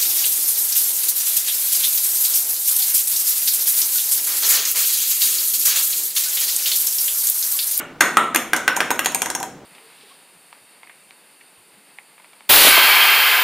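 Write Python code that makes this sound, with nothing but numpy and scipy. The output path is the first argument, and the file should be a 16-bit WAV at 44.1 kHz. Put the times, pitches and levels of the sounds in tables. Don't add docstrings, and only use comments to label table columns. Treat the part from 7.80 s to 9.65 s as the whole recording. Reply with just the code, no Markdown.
import sys
import numpy as np
from scipy import signal
from scipy.fft import rfft, irfft
from scipy.io import wavfile

SR = 44100
rng = np.random.default_rng(int(sys.argv[2]) if len(sys.argv) > 2 else 0)


def materialize(psi):
    bounded = np.clip(np.atleast_2d(psi).T, -1, 1)
    quanta = np.round(bounded * 32767).astype(np.int16)
    wavfile.write(sys.argv[1], SR, quanta)


N = 81585
T = np.arange(SR // 6) / SR
MODE_SPREAD_DB = 2.4


def bounce(thump_db, knock_db, clack_db, cavity_db, cavity_hz, face_db, edge_db):
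    floor = amp(thump_db) * thump() + amp(knock_db) * hollow_note()
    toy = shell(face_db, edge_db) + amp(clack_db) * clack() + amp(cavity_db) * cavity(cavity_hz)
    into_room = toy + amp(knock_db) * boards() + amp(-10.5) * floor
    heard = signal.fftconvolve(into_room, room(), axes=1)
    add(heard, 0, floor[None])
    return heard


def shell(face_db, edge_db, detune=0.0046, width=0.24):
    # f/Hz, t60/s, level struck on the face/dB, level struck on the edge/dB
    modes = [(3306, 0.034, -29.5, -30.5), (5538, 0.026, -20.5, -32), (6595, 0.026, -48, -12.5),
             (6910, 0.017, -22, -26), (7140, 0.061, -40, -25), (7920, 0.01, -31.5, -34),
             (8665, 0.029, -26, -19), (8970, 0.021, -21, -21), (9540, .02, -30.5, -28),
             (10645, 0.018, -35, -25), (11747, 0.013, -49, -20.5), (12320, 0.015, -33, -25),
             (12220, 0.0091, -23, -30)]
    # f/Hz, level/dB
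    tick_spectrum = [(400, -42), (1500, 9.5), (3800, 4.5), (4700, -3.5), (7000, 7), (10000, 6), (13500, 4),
                     (16000, -19)]
    ringing = np.zeros((2, len(T)))
    for hz, t60, on_face_db, on_edge_db in modes:
        strength, mistune, pan, skew = rng.standard_normal(4)
        level = np.hypot(amp(face_db + on_face_db), amp(edge_db + on_edge_db))
        level *= amp(MODE_SPREAD_DB * strength)
        channels = np.exp(np.array([[1], [-1]]) * width * (.5 * pan + 1j * skew))
        cycles = hz * (1 + detune * mistune) * T + rng.random()
        ringing += level * fade(T, t60) * (channels * np.exp(2j * np.pi * cycles)).imag
    tick = colour(diffuse(len(T)), tick_spectrum) * fade(T, t60=0.0072)
    return ringing + amp(-12) * np.hypot(amp(face_db), amp(edge_db)) * tick


def clack(contact_s=.00009, band_hz=(1190, 4300)):
    # f/Hz, t60/s, level/dB
    wall_modes = [(1890, 0.014, -12), (2110, 0.01, -11), (2191, 0.0088, -10.5), (2440, 0.0035, -7),
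                  (2680, 0.0081, -11), (3290, 0.0066, -19.5), (3480, 0.0058, -22.5), (4130, 0.002, -30)]
    band = signal.butter(2, band_hz, "bandpass", fs=SR, output="sos")
    contact = signal.sosfilt(band, pulse(T, contact_s))
    return ring(wall_modes, detune=0.04) + amp(2) * contact


def cavity(pitch_hz, sag=0.01, sag_s=0.018):
    hz = pitch_hz * (1 - sag * np.exp(-T / sag_s))
    return amp(-5) * fade(T, t60=0.025) * np.sin(2 * np.pi * np.cumsum(hz) / SR)


def thump(start_hz=381, end_hz=140.3, glide_s=0.0466):
    hz = end_hz + (start_hz - end_hz) * np.exp(-T / glide_s)
    return amp(-25.5) * pulse(T, rise_s=0.013) * np.sin(2 * np.pi * np.cumsum(hz) / SR)


def boards():
    # f/Hz, t60/s, level/dB
    board_modes = [(295, 0.087, -37), (445, 0.078, -53.5), (566, 0.026, -32), (664, 0.037, -28),
                   (780, 0.057, -20.5), (958, 0.028, -26), (1050, 0.029, -29), (1240, 0.034, -27)]
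    return ring(board_modes, detune=0.0077)


def hollow_note(hz=948, delay_s=0.007213):
    t = np.maximum(T - delay_s, 0)
    return amp(-13.5) * pulse(t, rise_s=0.0018) * np.sin(2 * np.pi * hz * t)


def gritty_hiss(length_s, level_db, clicks_per_s=2100):
    clicking = (rng.random(len(T)) < clicks_per_s / SR) | (T == 0)
    clicks = rng.choice([-1., 1.], len(T)) * clicking * (T < length_s)
    clicks /= np.linalg.norm(clicks) + 1e-9
    shell_ring = shell(face_db=level_db - 3, edge_db=level_db)
    rasp = signal.fftconvolve(shell_ring, clicks[None], axes=1)[:, :len(T)]
    grit = amp(level_db - 4) * np.diff(clicks, prepend=0)
    return signal.fftconvolve(rasp + grit, room(), axes=1)


def room(tail_delay_s=0.003, build_s=0.0014, early_db=1.5, early_s=0.06):
    # delay/s, gain
    echoes = [(.0012, 0.12), (.0025, 0.54), (.0037, 0.23), (.0092, .25), (.0136, 0.15)]
    # f/Hz, t60/s
    decay = [(150, 1), (400, 0.65), (1200, 0.45), (2800, 0.48), (7000, 0.41), (14000, 0.3)]
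    # f/Hz, level/dB
    tail_spectrum = [(60, -24.5), (170, 4), (400, 4), (1200, 4.5), (2800, -1), (3800, 1), (4700, -4),
                     (5600, 0), (9000, -2), (14000, -2)]
    t = np.arange(3 * SR // 4) / SR
    hz, when, bands = signal.stft(diffuse(len(t)), SR, nperseg=512)
    bands = bands * amp(read(tail_spectrum, hz))[:, None] * fade(when, read(decay, hz)[:, None])
    tail = signal.istft(bands, SR)[1][:, :len(t)] / np.linalg.norm(fade(t, t60=0.36))
    swell = np.clip((t - tail_delay_s) / build_s, 0, 1) * amp(early_db * np.exp(-t / early_s))
    path = amp(-5.5) * swell * tail
    path[:, 0] += 1
    for delay, gain in echoes:
        path[:, round(delay * SR)] += gain
    return path


def room_tone(rms_db=-43):
    # f/Hz, level/dB
    spectrum = [(25, -6.5), (60, -10), (90, -4.5), (150, 5), (300, 4.5), (700, -2), (1500, -10.5),
                (4000, -21), (15000, -34.5)]
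    tone = colour(diffuse(N), spectrum)
    return amp(rms_db) * tone / tone.std()


def diffuse(size):
    # f/Hz, side level against mid/dB
    side_spectrum = [(100, -22.5), (500, -22.5), (2000, -21.5), (5000, -10), (9000, -5), (15000, -1)]
    mid, side = rng.standard_normal((2, size))
    side = colour(side, side_spectrum)
    return np.array([mid + side, mid - side])


def ring(modes, detune):
    ringing = np.zeros(len(T))
    for hz, t60, db in modes:
        strength, mistune = rng.standard_normal(2)
        envelope = amp(db + MODE_SPREAD_DB * strength) * fade(T, t60)
        ringing += envelope * np.sin(2 * np.pi * hz * (1 + detune * mistune) * T)
    return ringing


def pulse(t, rise_s):
    return t / rise_s * np.exp(1 - t / rise_s)


def fade(t, t60):
    return np.exp(-np.log(1000) * t / t60)


def amp(db):
    return 10 ** (np.asarray(db) / 20)


def read(points, hz):
    f, value = np.transpose(points)
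    return np.interp(np.log(hz + 1), np.log(f), value)


def colour(x, spectrum):
    n = x.shape[-1]
    gain = amp(read(spectrum, np.fft.rfftfreq(2 * n, 1 / SR)))
    return irfft(rfft(x, 2 * n) * gain)[..., :n]


def add(mix, s, sound):
    part = mix[:, round(s * SR):][:, :sound.shape[1]]
    part += sound[:, :part.shape[1]]


def scene(lead_s=.25, low_cut_hz=192):
    # t/s, floor thump/dB, board knock/dB,
    # clack/dB, cavity/dB, cavity f/Hz, shell face/dB, shell edge/dB
    landings = [ (-.06, 2.5, -10, -7, -6, 1504, -5, -13), (0.2084, 3, -3, 8, 7, 1565, 12, 5.5),
                (0.3703, -6, -22, 3.5, 11, 1333, 1.5, -4.5), (0.548, 2, -5, -10, -11, 1270, -5, -5.5),
                (.5600, -7, -7.5, -5.5, -15, 1500, 0, -0.5), (0.7333, -2.5, -3, -4, 1, 1562, 3.5, -21),
                (0.7638, -12, -20, -19, -17, 1490, -9.5, -9.5), (0.8789, -6.5, -31, 1.5, 2.5, 1554, 1, -23),
                (0.9657, -17, -0.5, -37, -20, 1550, -3, -6), (1.0049, -13, -3, -4, -9.5, 1594, -1, -32),
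                (1.1055, -13, 2, -12, -8.5, 1530, -5, -8), (1.1924, -13.5, -29, -6, -20, 1620, -1.5, -18),
                (1.2465, -31, -25, -29, -39, 1590, -27, -11), (1.2595, -18, -4.5, -9.5, -32, 1530, -13, 0),
                (1.3206, -23, -19, -39, -36, 1640, -15, -21), (1.3471, -21, -7.5, -15, -27, 1530, -15, 1),
                (1.4195, -24, -7.5, -14.5, -40, 1530, -8, -1.5),
                (1.4595, -23, -9.5, -19, -36, 1620, -10, -10),
                (1.5020, -17, -11.5, -17, -23, 1590, -5, -9.5),
                (1.5509, -17, -8.5, -16.5, -33, 1600, -8.5, -8),
                (1.6015, -14.5, -11, -45, -34, 1690, -18, -16.5),
                (1.6293, -35, -10, -25, -33, 1560, -10, -15)]
    # t/s, length/s, level/dB
    hisses = [(0.2058, 0.0047, -4.5), (0.546, 0.003, -2.5), (0.559, 0.0024, -1.5), (0.763, 0.0038, -8.5),
              (0.961, 0.014, -6.5), (1.111, 0.0042, -7.5), (1.247, 0.0037, -14.5)]
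    mix = np.zeros((2, N + round(lead_s * SR)))
    for s, *blow in landings:
        add(mix, s + lead_s, bounce(*blow))
    for s, length_s, level_db in hisses:
        add(mix, s + lead_s, gritty_hiss(length_s, level_db))
    low_cut = signal.butter(3, low_cut_hz, "highpass", fs=SR, output="sos")
    return signal.sosfilt(low_cut, mix)[:, -N:] + room_tone()


def record(dry):
    threshold_db, duck_share, attack_s, recover_db_per_s = -12.5, 0.32, 0.0023, 38
    pole = np.exp(-1 / (attack_s * SR))
    power = signal.lfilter([1 - pole], [1, -pole], (dry ** 2).mean(0))
    power_db = 10 * np.log10(power + 1e-12)
    fall_db = np.arange(N) * recover_db_per_s / SR
    held_db = np.maximum.accumulate(power_db + fall_db) - fall_db
    duck_db = duck_share * np.maximum(held_db - threshold_db, 0)
    clipped = np.clip(dry * amp(-duck_db), -1, 1)
    band_limit = signal.firwin(301, cutoff=15900, window=("kaiser", 8), fs=SR)
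    return signal.oaconvolve(clipped, band_limit[None], "same")


dry = scene()
out = record(dry)
materialize(out)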